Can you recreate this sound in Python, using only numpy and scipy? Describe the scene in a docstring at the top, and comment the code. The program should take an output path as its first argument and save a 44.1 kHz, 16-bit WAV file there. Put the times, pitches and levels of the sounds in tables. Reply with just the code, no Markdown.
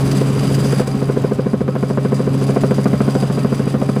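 """Helicopter cabin in cruise

Inside a light two-bladed helicopter, air roars along the hull and leaks in with a fluttering
hiss that carries a high whine. Gears sing faintly under a piston engine droning at its firing
rate. Each blade pass slaps the cabin, which booms and rings."""
import sys
import numpy as np
from scipy import signal
from scipy.io import wavfile

SR = 44100
rng = np.random.default_rng(int(sys.argv[2]) if len(sys.argv) > 2 else 0)


def generate_wav(sig):
    """Save sig (samples, or channels by samples) to the path in sys.argv[1] as 16-bit PCM at SR."""
    pcm = np.round(np.clip(np.atleast_2d(sig).T, -1, 1) * 32767).astype(np.int16)
    wavfile.write(sys.argv[1], SR, pcm)


N = 176400
TIME = np.arange(N) / SR


def from_db(db):
    """Decibels to gain."""
    return 10 ** (np.asarray(db) / 20)


def unit_rms(x):
    """Scale to an rms of 1."""
    return x / np.sqrt(np.mean(x ** 2) + 1e-20)


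def curve(rows, at=TIME):
    """Read a two-column table along straight lines."""
    return np.interp(at, *np.transpose(rows))


def drift(rate_hz):
    """Smooth random motion of spread 1, mostly slower than rate_hz."""
    step, settle = 40, 2000
    pole = np.exp(-2 * np.pi * rate_hz * step / SR)
    white = rng.standard_normal(N // step + settle + 2)
    slow = signal.lfilter([1], [1, -2 * pole, pole * pole], white)[settle:]
    return np.interp(np.arange(N) / step, np.arange(len(slow)), unit_rms(slow))


def clicks(times, sizes):
    """Single-sample clicks at the given times."""
    out = np.zeros(N)
    inside = (times >= 0) & (times < (N - 1) / SR)
    out[(times[inside] * SR).astype(int)] = sizes[inside]
    return out


def ring(x, hz, t60):
    """A resonance: a unit click sets a sine of height 1 ringing."""
    r, w = np.exp(-np.log(1000) / (t60 * SR)), 2 * np.pi * hz / SR
    return signal.lfilter([0, np.sin(w)], [1, -2 * r * np.cos(w), r * r], x + 1e-18)


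def fade(x, decay_s):
    """Give each click an instant attack and an exponential tail."""
    return signal.lfilter([1], [1, -np.exp(-1 / (decay_s * SR))], x + 1e-18)


def noise(colour, flicker_db=1.5):
    """Noise in narrow bands, each with its own level and flicker; rms 1."""
    edges = np.geomspace(20, 17000, 29)
    hz, db = np.transpose(colour)
    out, white = 0, rng.standard_normal((2, N))
    for k, (low, high) in enumerate(zip(edges, edges[1:])):
        band = signal.sosfilt(signal.butter(2, [low, high], "band", fs=SR, output="sos"), white[k % 2])
        band_db = np.interp(np.log(low * high) / 2, np.log(hz), db)
        out = out + band * from_db(band_db + flicker_db * drift(13.6))
    return unit_rms(out)


# Faint tones of the gears and tail rotor: f/Hz, level/dB
GEAR_TONES = [(80, -45), (597, -48.5), (774, -50.5), (1044, -54), (1206, -58.5), (1293, -52), (1830, -59.5),
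              (2320, -62)]


def gears():
    """The drive train sings, each tone wavering in level and pitch."""
    out = 0
    for hz, db in GEAR_TONES:
        gain = from_db(db + 5.5 * drift(4.5))
        pitch_hz = hz + 1.91 * drift(7)
        out = out + gain * np.sin(2 * np.pi * np.cumsum(pitch_hz) / SR)
    return np.sqrt(2) * out


# Fader ride of the air roar: t/s, level/dB
ROAR_LEVEL = [(0, -19.5), (.75, -20.5), (.86, -25), (1.2, -23.5), (1.6, -29.5), (2, -27), (2.35, -23),
              (2.7, -24), (3.3, -23.5), (4, -26)]
# Its dark EQ curve: f/Hz, relative level/dB
ROAR_EQ = [(25, -14), (45, -10), (90, -8.5), (160, 4.5), (260, 0), (330, -4.5), (430, -10), (600, -10.5),
           (800, -17), (1150, -18), (1800, -27.5), (3000, -28.5), (8000, -46.5)]


def hull_roar():
    """Air rushing along the hull lays down a low bed of noise."""
    return from_db(curve(ROAR_LEVEL)) * noise(ROAR_EQ)


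# Fader ride of the leak: t/s, relative level/dB
LEAK_LEVEL = [(0, -34), (.16, -30.5), (.22, -36.5), (.6, -31), (.8, -31.5), (.85, -41.5), (1.0, -37),
              (1.25, -41), (1.45, -45.5), (1.7, -46.5), (1.95, -42.5), (2.3, -41), (2.48, -37),
              (2.62, -38.5), (2.8, -40), (3.05, -38.5), (3.19, -35.5), (3.45, -39), (3.58, -39),
              (3.78, -43), (4, -38)]
# Bright EQ curve of its hiss: f/Hz, relative level/dB
HISS_EQ = [(700, -6), (1500, 3), (2800, -0.5), (4000, -4), (5500, -3.5), (7200, -4.5), (8500, -8),
           (9500, -12), (10500, -11), (12000, -15), (14000, -20), (15300, -18)]
# Spurts on top of the running flow: t/s, level/dB relative to that flow
LEAK_SPURTS = [(.115, -4.5), (0.167, -3), (.652, -13), (.695, -2), (.873, 7.5), (2.143, 3.5), (2.743, 6.5),
               (3.143, -8), (3.325, -2), (3.545, 3), (3.678, 1)]
# Resonant peaks of the whine: f/Hz, width/Hz, relative level/dB
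WHINE_PEAKS = [(4600, 98, -8), (4814, 44, 2), (5075, 41, -8.5), (5790, 46, -13), (6280, 50, -11),
               (7720, 50, -4.5), (8806, 190, -3), (10120, 50, -5.5), (10300, 200, -7.5), (11100, 70, -14),
               (12605, 60, -17), (14510, 40, -20), (15230, 50, -17)]


def air_leak(firing_phase):
    """Hiss and whine share one flow that flutters, spits and throbs with the engine."""
    spits_per_s, flutter_db = 66, 2.5
    spits = (rng.random(N) < spits_per_s / SR) * rng.uniform(0, 1.9, N)
    flutter = from_db(flutter_db * drift(30.2))
    flow = unit_rms(flutter * (1 + 0.78 * fade(spits, decay_s=0.0026)))
    spurt_times, spurt_db = np.transpose(LEAK_SPURTS)
    spurts = fade(clicks(spurt_times, from_db(spurt_db)), decay_s=0.011)
    throb = 1 + 0.11 * np.sin(firing_phase)
    whine = 0
    for hz, width, db in WHINE_PEAKS:
        peak = ring(rng.standard_normal(N), hz, t60=np.log(1000) / (np.pi * width))
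        whine = whine + from_db(db) * unit_rms(peak)
    air = from_db(-4) * noise(HISS_EQ) + from_db(-5) * unit_rms(whine)
    return from_db(curve(LEAK_LEVEL)) * (flow + spurts) * throb * air


# Engine pitch, set by its firing rate: t/s, f/Hz
FIRING_RATE = [(0, 136.1), (.5, 136.27), (1.2, 136.28), (2.2, 136.15), (2.7, 136.02), (3.5, 136.14),
               (4, 136.1)]
# Fader ride of the drone: t/s, relative level/dB
DRONE_LEVEL = [(0.0, -17.5), (0.03, -15.5), (0.5, -17), (0.56, -14), (0.62, -18), (0.68, -14.5),
               (0.78, -16), (0.83, -22.5), (0.98, -19.5), (1.51, -21.5), (2.47, -16.5), (2.62, -17.5),
               (3.98, -20), (4.0, -14)]
# Partials of the drone: multiple of the firing rate, relative level/dB
DRONE_PARTIALS = [(.8, -19), (1, 0), (4/3, -16), (1.5, -13), (2, -11), (3, -15), (4, -26), (8, -30)]


def engine(firing_phase):
    """The pistons fire in a clean tone with weaker, less steady partials around it."""
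    out = 0
    for order, db in DRONE_PARTIALS:
        waver_db = 0.18 * drift(7.8) if order == 1 else 0.5 + 2.5 * drift(7.6)
        out = out + from_db(db + waver_db) * np.sin(order * firing_phase + rng.uniform(0, 2 * np.pi))
    return np.sqrt(2) * from_db(curve(DRONE_LEVEL) - 1) * out


def blade_hits(times, levels, lag_s=0):
    """One click per blade pass, uneven in strength; one blade tends to hit harder."""
    mismatch_db = 0.4 * (-1) ** np.arange(len(times))
    scatter_db = rng.standard_normal(len(times))
    return clicks(times + lag_s, from_db(curve(levels, times) + mismatch_db - scatter_db))


# Weight of each pass's low thump: t/s, relative level/dB
THUMP_LEVEL = [(0, -9), (.65, -10), (.8, -8), (.87, -17), (.95, -1), (1.17, -5), (1.53, 3.5), (1.62, -1),
               (1.95, 1), (2.2, -0.5), (2.35, -12), (2.56, -0.5), (2.86, 3.5), (3.3, -3), (3.45, 3.5),
               (4, -1)]
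# Boom of the cabin air: f/Hz, relative level/dB, t60/s
AIR_MODES = [(205, 2, 0.061), (252, -34, 0.051)]


def cabin_boom(times):
    """Each thump and its quick echo set the cabin air booming."""
    lag_s, echo_s = 0.00067, 0.0042
    thump = blade_hits(times, THUMP_LEVEL, lag_s)
    echo = from_db(-11.5) * blade_hits(times, THUMP_LEVEL, lag_s + echo_s)
    return sum(from_db(db) * ring(thump + echo, hz, t60) for hz, db, t60 in AIR_MODES)


BOUNCE_S = 0.0061  # delay of the reflected slap
# Punch of the slap as a blade cuts a vortex: t/s, relative level/dB
SLAP_LEVEL = [(.06, -17.5), (.135, -19), (.21, -0.5), (.28, -11.5), (.65, -5.5), (.8, 0), (.87, -7),
              (.945, -13), (1.02, -4), (1.165, 1), (1.39, -1.5), (1.62, -3.5), (1.85, -1.5), (2.12, -1),
              (2.27, -3), (2.35, -9.5), (2.56, 0), (2.9, -6.5), (3.15, -1), (3.3, -6.5), (3.45, -5),
              (4, -7)]
# Ring of the panels and windows: f/Hz, relative level/dB, t60/s
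PANEL_RINGS = [(403, 9.5, 0.023), (510.4, 2.5, 0.068), (637, -8, 0.035), (716, -11, 0.038),
               (995, -13.5, 0.051), (1227, -14, .03), (1255, -24, 0.051), (1505, -18, 0.059),
               (1640, -18, 0.036)]


def panel_ring(times):
    """Panels and windows ring, driven mostly by the slap's later, reflected arrival."""
    out = 0
    for i, (hz, db, t60) in enumerate(PANEL_RINGS):
        reflected = blade_hits(times, SLAP_LEVEL, BOUNCE_S)
        direct = from_db(-15) * blade_hits(times, SLAP_LEVEL)
        out = out + (-1) ** i * from_db(db) * ring(reflected - direct, hz, t60)
    return out


# Tempo of the main rotor's blade passes: t/s, f/Hz
BLADE_RATE = [(0, 13.58), (1.3, 13.582), (1.6, 13.592), (2.1, 13.608), (2.5, 13.605), (2.7, 13.557),
              (4, 13.555)]
# Bite of the shock and crack: t/s, relative level/dB
CRACK_LEVEL = [(0, -14), (.65, -6), (.8, 6.5), (.9, -9), (1.17, -2.5), (1.46, -5.5), (1.75, 2),
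               (2.12, -1.5), (2.35, -6), (2.56, 3), (2.86, 4.5), (3.2, 3), (3.3, -2.5), (3.45, 1), (4, 0.5)]
# Midrange EQ curve of the crack: f/Hz, relative level/dB
CRACK_EQ = [(300, -12), (600, 15.5), (850, -19.5), (1200, 9.5), (1600, -18), (2000, -11.5), (3000, -20),
            (6000, -35), (12000, -56)]


def rotor():
    """Each blade pass sends a shock and a crack into the cabin and sets air and panels ringing."""
    first_slap_s = 0.0605
    passes = np.cumsum(curve(BLADE_RATE)) / SR
    times = first_slap_s + np.interp(np.arange(int(passes[-1])), passes, TIME)
    boom, panels = cabin_boom(times), panel_ring(times)
    reflected = from_db(-7.5) * blade_hits(times, CRACK_LEVEL, BOUNCE_S)
    shock = ring(reflected - blade_hits(times, CRACK_LEVEL), hz=595, t60=0.0029)
    crack = fade(blade_hits(times, CRACK_LEVEL), decay_s=0.015) * noise(CRACK_EQ, flicker_db=-1.5)
    body = from_db(-9.5) * boom + from_db(-12) * panels + from_db(-7) * shock
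    cabin_band = signal.butter(2, (120, 2040), "band", fs=SR, output="sos")
    return signal.sosfilt(cabin_band, body) + from_db(-22.5) * crack


def scene():
    """Air, rotor, engine and gears in mono, heard from a seat in the cabin."""
    firing_phase = 2 * np.pi * np.cumsum(curve(FIRING_RATE)) / SR
    return (hull_roar() + rotor() + engine(firing_phase) + gears() + air_leak(firing_phase))[None]


def record(dry):
    """A soft clip rounds the highest peaks and a steep low-pass cuts the top."""
    ceiling, cutoff_hz = 0.72, 15400
    rounded = dry / (1 + (dry / ceiling) ** 8) ** (1 / 8)
    return signal.sosfilt(signal.ellip(12, .1, 80, cutoff_hz, fs=SR, output="sos"), rounded)


dry = scene()
out = record(dry)
generate_wav(out)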